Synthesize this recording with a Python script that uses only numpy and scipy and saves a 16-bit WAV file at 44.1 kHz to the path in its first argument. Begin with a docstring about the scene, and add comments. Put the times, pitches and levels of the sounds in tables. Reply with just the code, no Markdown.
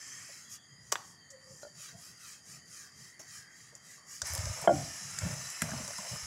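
"""Outdoors in a walled yard, one close microphone: flatbread is rolled on a marble board on concrete.
A bright hiss sinks away as hands rub the floured dough; at 0.9 s it is slapped down and the walls answer.
A wooden pin rolls to and fro over slipping flour, its handle rattling, with faint hoots far off.
From 4.2 s the hiss is back to stay and the work gets harder: grit ticks, the board rocks and thuds,
and at 4.7 s the pin knocks on the stone, loud enough to duck the limiter."""
import sys
import numpy as np
from scipy import signal
from scipy.fft import rfft, irfft, next_fast_len
from scipy.io import wavfile
from scipy.ndimage import uniform_filter1d, minimum_filter1d, map_coordinates

SR = 44100
rng = np.random.default_rng(int(sys.argv[2]) if len(sys.argv) > 2 else 0)


def master_out(mix):
    """Clip the mix to full scale and print it as 16-bit PCM to the path in sys.argv[1]."""
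    frames = np.transpose(np.atleast_2d(mix))
    ceiling = np.clip(frames, -1, 1)
    pcm = np.round(ceiling * 32767).astype(np.int16)
    wavfile.write(sys.argv[1], SR, pcm)


N = 276066
TIME = np.arange(N) / SR
HIT_TIME = TIME[:SR // 2]

# hand, then pin, sweeping the dough: (middle [s], length [s], bright rub [dB], pressed rub [dB])
DOUGH_STROKES = [(.08, 0.31, -58, -84), (.33, 0.5, -54.5, -61.5), (.535, 0.12, -49, -60.5),
                 (.89, 0.28, -64, -74), (1.08, 0.25, -59, -85), (1.57, 0.44, -59, -74.5),
                 (1.84, 0.25, -51.5, -54.5), (2.05, 0.28, -52.5, -60.5), (2.28, 0.31, -52, -56.5),
                 (2.52, 0.23, -52.5, -61), (2.78, 0.33, -52.5, -59), (3.04, 0.3, -56, -64.5),
                 (3.355, 0.26, -52, -57.5), (3.62, 0.33, -60.5, -66.5), (3.91, 0.27, -56, -62.5),
                 (4.145, 0.23, -50.5, -60.5)]
# spectra of flour slipping lightly and under pressure: (frequency [Hz], level [dB])
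BRIGHT_RUB_SPECTRUM = [(1000, -22), (3900, -40), (4400, -17), (4650, 2.5), (5400, 6), (6800, 8.5),
                       (7500, 7), (8000, 0.5), (10200, 0), (12500, -8), (15500, -14)]
PRESSED_RUB_SPECTRUM = [(400, -10), (950, -18), (1150, 3), (1700, 5.5), (2300, 4), (2800, 0.5), (3300, 2),
                        (3600, -3), (3950, 4), (4350, 1), (4700, 4), (6000, 4.5), (9000, -8), (15000, -15)]
# board shuddering under the pin: (time [s], hold [s], rumble [dB], scrape [dB])
BOARD_SHUDDERS = [(0.696, 0.045, -60.5, -91), (0.78, 0.22, -61, -90), (1.488, 0.057, -55.5, -86),
                  (1.749, 0.038, -60.5, -70), (1.925, 0.033, -53, -83), (2.093, 0.016, -57, -84),
                  (2.465, 0.12, -59.5, -76), (2.957, 0.063, -57.5, -76), (4.333, 0.27, -71, -53),
                  (4.618, 0.014, -51.5, -50), (4.704, 0.13, -44.5, -83), (5.01, 0.47, -54, -70.5),
                  (5.21, 0.13, -44.5, -49), (5.616, 0.22, -47, -50.5), (5.987, 0.15, -62, -53),
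                  (6.126, 0.028, -45, -69), (6.236, 0.034, -59, -80)]
# spectra of the board's rumble and the wooden scrape: (frequency [Hz], level [dB])
RUMBLE_SPECTRUM = [(25, -20), (45, -8), (70, -9.5), (140, 7.5), (200, -4), (300, -24.5), (450, -17),
                   (1500, -60)]
SCRAPE_SPECTRUM = [(250, -40), (450, 10), (620, 24), (760, 12), (900, 17.5), (1300, 3), (2200, 12),
                   (5000, -9)]
# dough landing: (time [s], level [dB], t60 [s], share of squeezed-out air [0-1])
DOUGH_SLAPS = [(0.9198, -21.5, 0.036, 0.93), (0.924, -12, 0.012, 0.92), (0.9255, -17.5, 0.019, 0.1),
               (0.956, -19.5, 0.0082, 0.03)]
# spectra of the escaping air and the clap on stone: (frequency [Hz], level [dB])
SPIT_SPECTRUM = [(200, -38), (1200, 16.5), (2500, -1), (5000, 8.5), (7000, 11), (8500, 2), (11000, -0.5),
                 (13000, -11), (16000, -10)]
CLAP_SPECTRUM = [(80, -67), (350, -8), (700, -5.5), (1150, 2.5), (1700, -2), (2400, -8), (3500, -5.5),
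                 (5000, -27), (7000, -16), (9000, -28), (16000, -40)]
# pin bouncing on the marble: (time [s], gain [dB], low-pass [Hz], contact time [s])
PIN_KNOCKS = [(4.6747, 0, 2000, .0012), (4.6925, -2.3, 1000, .002), (4.7038, -1.7, 620, .007)]
# light touches of the pin: (time [s], level [dB], brightness [Hz])
PIN_TAPS = [(0.287, -50, 560), (3.196, -50, 630), (3.72, -53.5, 506), (4.217, -29.5, 1500),
            (4.228, -43.5, 594), (4.357, -36, 696), (4.456, -37.5, 1730), (4.457, -40, 550),
            (4.638, -30, 635), (4.65, -35.5, 640), (5.185, -33, 1700), (5.219, -34.5, 1400),
            (5.6182, -22.5, 2010), (5.618, -28.5, 1340), (5.635, -42, 684), (5.684, -34, 650),
            (5.686, -39, 1430), (5.702, -39.5, 1450), (5.716, -35, 1550), (5.733, -34, 705),
            (5.796, -45, 1210), (5.816, -47, 1150), (5.877, -39, 630), (5.902, -40.5, 656),
            (5.934, -40, 1440), (5.982, -37.5, 1030), (6.045, -40, 674), (6.145, -43, 655),
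            (6.157, -38, 1230)]
# modes of the pin on the board: (frequency [Hz], level [dB], t60 [s])
PIN_ON_BOARD_MODES = [(285, -30, 0.15), (345, -18.5, 0.064), (560, -8, 0.056), (599, -2.5, 0.039),
                      (692, 3.5, 0.029), (759, -18, 0.093), (768.5, -22, 0.27), (1110, -28, 0.096),
                      (1414, -18.5, 0.15), (1500, -29, 0.063), (1630, -16.5, 0.027), (2100, -21, 0.02),
                      (3145, -15, 0.048)]
# grit under the board and clicks of the pin: (time [s], peak [dB], pitch [Hz], width [Hz], t60 [s])
GRIT_TICKS = [(1.303, -42, 6600, 2360, 0.1), (3.752, -32.5, 6450, 1500, 0.0057),
              (4.2176, -21, 5720, 1800, 0.016), (4.27, -29, 10600, 6000, 0.0055),
              (4.2752, -31, 8000, 7000, 0.008), (4.3035, -32, 8500, 6000, 0.0046),
              (4.336, -24, 8400, 6000, 0.0048), (4.351, -19.5, 7650, 6500, 0.0056),
              (4.3595, -36, 10100, 6500, 0.0054), (4.378, -27, 7060, 6000, 0.0072),
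              (4.456, -22.5, 5940, 2440, 0.012), (4.615, -30, 8400, 7000, 0.014),
              (4.626, -35, 8000, 7000, 0.014), (5.1118, -33, 7800, 3560, .012),
              (5.1876, -20, 6700, 2980, 0.011), (5.5024, -28.5, 7500, 4410, .006),
              (5.6196, -15.5, 7600, 5000, 0.017), (5.707, -30, 6500, 4500, .008),
              (5.878, -29, 6300, 4000, 0.028), (5.9823, -31, 6500, 4500, 0.011)]
# board rocking on the concrete: (time [s], level [dB], pitch [Hz])
BOARD_THUDS = [(4.221, -39, 78), (4.298, -39, 85), (4.322, -32.5, 82), (4.383, -26, 93),
               (4.433, -28.5, 109), (4.459, -26.5, 69), (4.495, -27.5, 98), (4.677, -17, 200),
               (4.72, -18, 262), (4.7335, -20, 290), (5.226, -24.5, 105), (5.251, -24.5, 174),
               (5.26, -33, 256), (5.323, -32, 130), (5.621, -23.5, 228), (5.631, -25.5, 156),
               (5.719, -27.5, 172), (5.735, -25.5, 237), (5.803, -31, 221), (5.987, -40, 202),
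               (6.113, -35, 116), (6.223, -41, 71)]
# handle rattling on its axle: (time [s], peak [dB], low-pass [Hz])
HANDLE_RATTLES = [(1.6312, -35, 6000), (1.6502, -38, 1700), (1.667, -45, 1010)]
# modes of the loose handle: (frequency [Hz], level [dB], t60 [s])
LOOSE_HANDLE_MODES = [(602, 1, 0.058), (875, -9, .025), (1420, -5, 0.034), (4120, -10, 0.052),
                      (4900, -14, 0.06), (6100, -18, .03), (7000, -1, 0.017)]
# handle slipping in the palm: (time [s], level [dB], t60 [s])
HANDLE_SCUFFS = [(1.616, -52.5, 0.13), (3.192, -45.5, 0.24), (3.754, -52, 0.13)]
# spectrum of that slip: (frequency [Hz], level [dB])
SCUFF_SPECTRUM = [(1500, -6), (4500, -17), (5700, 4), (7200, 2), (8000, -17), (9200, -8), (15000, -21)]
# spectra of the early and the late hiss: (frequency [Hz], level [dB])
EARLY_HISS_SPECTRUM = [(300, -18), (950, -13), (1200, -3), (1550, -6), (2000, 1), (2450, -4.5), (2650, -8),
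                       (3300, -10), (3650, -18), (4400, -8), (5100, -2), (7500, -2.5), (8200, -9),
                       (10500, -10.5), (15500, -28)]
LATE_HISS_SPECTRUM = [(300, -24), (700, -9), (850, -9.5), (1200, -2.5), (1550, -4.5), (1900, 0),
                      (2600, -7.5), (3000, -5), (3500, -13), (4350, -11), (4750, -3), (5300, .5), (6900, 0),
                      (7750, 0), (8150, -10.5), (9900, -8), (11200, -13), (12500, -17.5), (15500, -25)]
# whistles in each hiss: (pitch [Hz], width [Hz], level against the broad part [dB])
EARLY_WHISTLES = [(1825, 190, -6), (3190, 170, -13), (5240, 230, -6), (5500, 82, -13), (5980, 56, -4),
                  (6350, 120, -4), (7330, 240, -5.5), (7670, 110, -8), (8300, 270, -16), (9200, 120, -15)]
LATE_WHISTLES = [(1796, 83, -16.5), (4000, 110, -19), (5210, 110, -10), (5580, 150, -15.5),
                 (6070, 26, -14.5), (6460, 120, -11.5), (7250, 190, -13.5), (7660, 110, -14),
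                 (8580, 74, -18), (9100, 190, -21.5), (10300, 120, -18.5), (11100, 200, -20.5)]
# hoots in the distance: (middle [s], length [s], pitch [Hz], level [dB])
FAR_HOOTS = [(1.355, 0.14, 529, -55.5), (1.507, 0.23, 518, -58.5), (1.96, 0.134, 702, -60)]
# passing bands of hiss: (middle [s], length [s], level [dB], pitch [Hz], width [Hz])
HISS_SWELLS = [(.3, .22, -61, 2150, 900), (.42, .22, -70, 4020, 90), (.56, .24, -66, 3320, 260),
               (3.45, 1.9, -65, 1920, 340), (3.42, .42, -65, 1600, 170), (4.06, .22, -67, 1150, 220)]
# spectrum of the yard's quiet air: (frequency [Hz], level [dB])
AIR_SPECTRUM = [(30, -44), (80, 11), (150, 14.5), (300, 4), (500, -1.5), (950, -1), (1250, 1.5),
                (1550, -1.5), (2000, 2), (2350, -10), (4200, -13.5), (6000, -18.5), (9000, -6),
                (11500, -16), (15000, -31)]
# lasting bands of hiss in that air: (pitch [Hz], width [Hz], level [dB])
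AIR_BANDS = [(1884, 200, -67.5), (3160, 78, -75), (4744, 280, -64.5), (6770, 690, -66.5)]


def flour_rub():
    """Up close, flour slips under hand and pin, louder and brighter with speed; weight adds a lower rub."""
    speed_power, press_lag_s, fully_bright_db = 1.9, 0.01, -51.5
    pin_on_s, pin_off_s, resting_db = 1.45, 6.05, -70   # the pin rubs faintly even at the turns
    bright = rms_one(colour(grains(per_s=9200, spread_db=0), BRIGHT_RUB_SPECTRUM))
    pressed = rms_one(colour(grains(per_s=6000, spread_db=1), PRESSED_RUB_SPECTRUM))
    dull = rms_one(soften(colour(grains(per_s=7200, spread_db=0.8), BRIGHT_RUB_SPECTRUM), hz=9500))
    resting = from_db(resting_db) * np.clip(np.minimum(TIME - pin_on_s, pin_off_s - TIME) * 10, 0, 1)
    sliding = pressing = 0
    for s, length, bright_db, pressed_db in DOUGH_STROKES:
        sliding += from_db(bright_db) * speed(s, length) ** speed_power
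        pressing += from_db(pressed_db) * speed(s + press_lag_s, length) ** speed_power
    brightness = np.clip(sliding / from_db(fully_bright_db), 0, 1)
    slip = np.sqrt(brightness) * bright + np.sqrt(1 - brightness) * dull
    rub = slip * np.hypot(sliding, resting) + pressed * pressing
    # the echo off the board shifts as the pin travels, so a comb sweeps through the rub
    middles = [row[0] for row in DOUGH_STROKES]
    reach = np.sin(np.pi * np.interp(TIME, middles, np.arange(len(middles))))
    delay_s = 0.0016 + 0.00025 * reach
    echo = np.interp(TIME - delay_s, TIME, soften(rub, hz=4000))
    return from_db(1) * near_echoes(rub + from_db(-4.5) * echo, echo_db=-21, longest_s=0.008)


def pin_rolling():
    """The loaded pin makes the board rumble and scrapes with a wooden colour."""
    attack_s = 0.0058
    rumble_level = scrape_level = 0
    for s, hold_s, rumble_db, scrape_db in BOARD_SHUDDERS:
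        rumble_level += from_db(rumble_db) * held(s, attack_s, hold_s, t60=0.12)
        scrape_level += from_db(scrape_db) * held(s, attack_s, hold_s, t60=0.27)
    rumble = rms_one(colour(rng.standard_normal(N), RUMBLE_SPECTRUM))
    scrape = rms_one(colour(grains(per_s=2500, spread_db=1.5), SCRAPE_SPECTRUM))
    return rumble_level * rumble + scrape_level * scrape


def dough_slaps():
    """Air spits from under the falling dough, which claps on the stone: one pulse and a short patter."""
    out = np.zeros(N)
    for s, db, t60, air_share in DOUGH_SLAPS:
        contact = burst(t60) + 2.2 * fade(t60=0.00051)
        spit = peak_one(colour(burst(t60), SPIT_SPECTRUM))
        clap = peak_one(colour(contact, CLAP_SPECTRUM))
        add(out, s, from_db(db) * (np.sqrt(air_share) * spit + np.sqrt(1 - air_share) * clap))
    return out


def pin_knocks():
    """Close to the microphone the pin drops off the dough onto the marble, each bounce duller."""
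    out = np.zeros(N)
    for s, db, lowpass_hz, contact_s in PIN_KNOCKS:
        out *= np.interp(TIME, [s - 0.005, s], [1, 0.25])   # each contact damps the ring before it
        blow = soften(ring(PIN_ON_BOARD_MODES) + from_db(-30) * burst(t60=0.012), lowpass_hz)
        onset = np.minimum(HIT_TIME / contact_s, 1)
        add(out, s, from_db(db) * blow * onset)
    return out


def pin_taps():
    """Light touches: a woody crack and a little ring; the duller the touch, the softer and longer."""
    out = np.zeros(N)
    for s, db, hz in PIN_TAPS:
        contact_s = 0.5 * (60 / hz) ** 2
        push = burst(t60=0.012 + 9 * contact_s) * (1 - np.exp(-HIT_TIME / contact_s))
        wood = resonate(push, hz, widths_hz=(0.2 * hz, 7.8 * hz))
        crack = peak_one(soften(wood, hz=1080))
        add(out, s, from_db(db) * (from_db(-1.5) * crack + from_db(-18.5) * ring(PIN_ON_BOARD_MODES)))
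    return out


def grit_ticks():
    """Grit cracks and leaves a short bright scratch; clicks of the pin are narrower and ring longer."""
    out = np.zeros(N)
    for s, peak_db, hz, width, t60 in GRIT_TICKS:
        crack = burst(t60) + from_db(-32) * burst(t60=0.014)
        tick = resonate(crack, hz, widths_hz=(width, 1.4 * width))
        add(out, s, from_db(peak_db) * peak_one(tick))
    return out


def board_thuds():
    """The heavy board rocks on the concrete: a few low cycles with a soft start, and a judder."""
    out = np.zeros(N)
    onset = 1 - np.exp(-HIT_TIME / 0.0052)
    for s, db, hz in BOARD_THUDS:
        swing = np.sin(2 * np.pi * hz * HIT_TIME) * fade(t60=0.062) * onset
        judder = resonate(soften(burst(t60=0.48), hz=100), hz=138, widths_hz=(56,))
        add(out, s, from_db(db - 5.5) * (peak_one(swing) + from_db(-14) * peak_one(judder)))
    return out


def handle_rattles():
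    """As the pin is set down its handle clicks on the axle, then rebounds more dully."""
    out = np.zeros(N)
    for s, peak_db, lowpass_hz in HANDLE_RATTLES:
        click = ring(LOOSE_HANDLE_MODES) + from_db(-22) * burst(t60=0.02)
        add(out, s, from_db(peak_db) * peak_one(soften(click, lowpass_hz)))
    return out


def handle_scuffs():
    """The handle slips briefly in the palm: a quick swell of grains that dies away."""
    level = sum(from_db(db) * held(s, attack_s=0.003, hold_s=0, t60=t60) for s, db, t60 in HANDLE_SCUFFS)
    return level * rms_one(colour(grains(per_s=5100, spread_db=-1.5), SCUFF_SPECTRUM))


def hiss():
    """A bright hiss with thin whistles sinks away early, then returns louder, with other whistles."""
    early_db, sinks_s, sink_db_per_s = -48.5, 0.2, 75
    late_db, returns_s, rise_s = -43.3, 4.232, 0.035
    overshoot_db, settle_s = 5.5, 0.13
    early_level = from_db(early_db - sink_db_per_s * np.maximum(TIME - sinks_s, 0))
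    since = np.maximum(TIME - returns_s, 0)
    late_level = np.minimum(since / rise_s, 1) * from_db(late_db + overshoot_db * np.exp(-since / settle_s))
    rough = rms_one(colour(grains(per_s=7200, spread_db=1.5), EARLY_HISS_SPECTRUM))
    broad = colour(grains(per_s=27000, spread_db=2), LATE_HISS_SPECTRUM)
    broad = rms_one(shimmer(broad, depth_db=4, patch_hz=124.8, patch_s=0.18))
    early = early_level * rms_one(rough + whistles(EARLY_WHISTLES, waver_db=2))
    late = late_level * rms_one(broad + whistles(LATE_WHISTLES, waver_db=2.5))
    return (early + late) * from_db(0.5 * drift(per_s=19))


def near_echoes(x, echo_db, longest_s):
    """Hard surfaces near the board comb the sound with a dozen short echoes."""
    lags = (rng.uniform(0.00038, longest_s, 12) * SR).astype(int)
    return x + from_db(echo_db) * sum((-1) ** k * np.pad(x, (lag, 0))[:N] for k, lag in enumerate(lags))


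def yard_tail(x):
    """The walls around the yard return a thin tail, strongest in its first returns."""
    t60, tail_db = 0.52, -7.5
    t = TIME[:SR]
    tail = soften(rng.standard_normal(SR), hz=16600) * fade(t60, t)
    tail *= 1 - np.exp(-t / 0.00037)
    tail *= 1 + 6.5 * np.exp(-t / 0.0087)   # first returns
    return from_db(tail_db) * signal.fftconvolve(x, tail / np.sqrt(np.sum(tail ** 2)))[:N]


def far_wall(x):
    """A far wall sends back a late, dull smear of separate echoes."""
    delay_s, echoes_per_s, return_db = 0.028, 500, -2.5
    echoes = burst(t60=0.52) * (rng.random(SR // 2) < echoes_per_s / SR)
    smear = resonate(echoes, hz=850, widths_hz=(330, 1980))
    smear /= np.max(np.abs(rfft(smear)))
    out = np.zeros(N)
    add(out, delay_s, signal.fftconvolve(x, smear))
    return from_db(return_db) * out


def far_hoots():
    """Faint, rough hoots from far away; each swells, fades and sags in pitch."""
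    sag_hz_per_s = 140
    out = 0
    for s, length, hz, db in FAR_HOOTS:
        pitch = hz - sag_hz_per_s * np.clip(TIME - s, -length, length)
        pitch *= 1 + 0.035 * drift(per_s=140)
        out += from_db(db) * speed(s, length) ** 2 * np.sin(2 * np.pi * np.cumsum(pitch) / SR)
    return out * from_db(2 * drift(per_s=60))


def hiss_swells():
    """Bands of hiss come and go in the background."""
    return sum(np.sqrt(speed(s, length)) * whistles([(hz, width, db)], waver_db=0.5)
               for s, length, db, hz, width in HISS_SWELLS)


def yard_air():
    """The ambience of the place: quiet outdoor air with a few wandering bands of hiss."""
    bands = whistles(AIR_BANDS, waver_db=1.2, wander=0.011)
    return from_db(-64.5) * rms_one(colour(rng.standard_normal(N), AIR_SPECTRUM)) + bands


def whistles(bands, waver_db, wander=0.002):
    """Narrow bands of noise, each wavering in level and wandering in pitch on its own."""
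    out = 0
    for hz, width, db in bands:
        flutter = soften(rng.standard_normal(N) + 1j * rng.standard_normal(N), 0.42 * width)
        pitch = hz * (1 + wander * drift(per_s=7))
        band = np.real(flutter * np.exp(2j * np.pi * np.cumsum(pitch) / SR))
        out += from_db(db) * rms_one(band * from_db(waver_db * drift(per_s=27)))
    return out


def shimmer(x, depth_db, patch_hz, patch_s):
    """Narrow resonances come and go all over the spectrum, so the colour keeps shifting."""
    hz, s, cells = signal.stft(x, SR, nperseg=1024)
    grid = np.meshgrid(hz / patch_hz, s / patch_s, indexing="ij")
    patches = map_coordinates(rng.standard_normal((400, 300)), grid, order=1, mode="mirror")
    return signal.istft(cells * rms_one(from_db(depth_db * patches)), SR)[1][:N]


def grains(per_s, spread_db):
    """Random tiny slips of uneven size; rms 1."""
    sizes = from_db(spread_db * np.minimum(rng.exponential(1, N), 5))
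    return rms_one(sizes * rng.standard_normal(N) * (rng.random(N) < per_s / SR))


def ring(modes):
    """What one sharp blow sets ringing; neighbouring modes start in opposite directions."""
    return sum((-1) ** k * from_db(db) * np.sin(2 * np.pi * hz * HIT_TIME) * fade(t60)
               for k, (hz, db, t60) in enumerate(modes))


def burst(t60):
    """A contact: a cluster of tiny impacts that dies away."""
    return rng.standard_normal(SR // 2) * fade(t60)


def fade(t60, t=HIT_TIME):
    """Exponential decay, 60 dB down after t60 seconds."""
    return np.exp(-np.log(1000) * t / t60)


def held(s, attack_s, hold_s, t60):
    """Attack, hold and exponential release."""
    return np.clip((TIME - s) / attack_s, 0, 1) * fade(t60, np.maximum(TIME - s - hold_s, 0))


def speed(middle_s, length_s):
    """A movement from rest to rest: half a sine."""
    return np.sin(np.pi * np.clip((TIME - middle_s) / length_s + 0.5, 0, 1)) + 1e-12


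def drift(per_s):
    """A line wandering between random values; rms 1."""
    steps = rng.standard_normal(int(TIME[-1] * per_s) + 2)
    return rms_one(np.interp(TIME * per_s, np.arange(len(steps)), steps))


def colour(x, spectrum):
    """Causal (minimum-phase) filter with the given spectrum."""
    size = 2 * next_fast_len(len(x) // 2 + 2048)
    hz, level_db = np.transpose(spectrum)
    bins = np.maximum(np.arange(size // 2 + 1) * SR / size, 1)
    gain = from_db(np.interp(np.log(bins), np.log(hz), level_db))
    cepstrum = irfft(np.log(gain))
    cepstrum[1:size // 2] *= 2
    cepstrum[size // 2 + 1:] = 0
    return irfft(rfft(x, size) * np.exp(rfft(cepstrum)))[:len(x)]


def resonate(x, hz, widths_hz):
    """Resonances in series at one pitch, one for each width, with gain 1 on top."""
    for width in widths_hz:
        r = np.exp(-np.pi * width / SR)
        feedback = [1, -2 * r * np.cos(2 * np.pi * hz / SR), r * r]
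        x = signal.lfilter(np.array([1, 0, -1]) * (1 - r * r) / 2, feedback, x)
    return x


def soften(x, hz):
    """Second-order low-pass."""
    return signal.sosfilt(signal.butter(2, hz, fs=SR, output="sos"), x)


def add(out, s, sound):
    """Mix a sound in at a time."""
    at = round(s * SR)
    out[at:at + len(sound)] += sound[:N - at]


def from_db(db):
    """Decibels to gain."""
    return 10 ** (np.asarray(db) / 20)


def rms_one(x):
    """Scale to rms 1."""
    return x / np.sqrt(np.mean(x ** 2) + 1e-20)


def peak_one(x):
    """Scale to peak 1."""
    return x / np.max(np.abs(x))


def scene():
    """At the microphone, in mono: blows and hoots with their echoes, over rub, hiss and air."""
    dough, knock = dough_slaps(), pin_knocks()
    events = dough + pin_taps() + handle_rattles() + grit_ticks() + board_thuds() + far_hoots()
    echoes = yard_tail(events + from_db(-6) * knock) + far_wall(dough)   # the close knock is drier
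    rub = shimmer(flour_rub(), depth_db=3.8, patch_hz=170, patch_s=0.08)
    air = shimmer(yard_air() + hiss_swells(), depth_db=2.8, patch_hz=140, patch_s=0.1)
    return (knock + events + echoes + rub + handle_scuffs() + pin_rolling() + hiss() + air)[None]


def record(dry):
    """The microphone drops deep bass; a look-ahead limiter ducks the loudest knock; the top is cut."""
    low_cut_hz, high_cut_hz = 52, 15700
    limit_db, release_db_per_s = -15, 125
    heard = signal.sosfilt(signal.butter(4, low_cut_hz, "high", fs=SR, output="sos"), dry)
    level_db = 10 * np.log10(np.maximum(uniform_filter1d(heard[0] ** 2, size=256), 1e-12))
    over_db = np.maximum(level_db - limit_db, 0)
    held_db = -minimum_filter1d(-over_db, size=900)   # the largest excess within 10 ms either way
    recovery = release_db_per_s * TIME
    duck_db = np.maximum.accumulate(held_db + recovery) - recovery
    limited = heard * from_db(-uniform_filter1d(duck_db, size=300))
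    return signal.sosfilt(signal.ellip(10, 0.1, 80, high_cut_hz, fs=SR, output="sos"), limited)


dry = scene()
out = record(dry)
master_out(out)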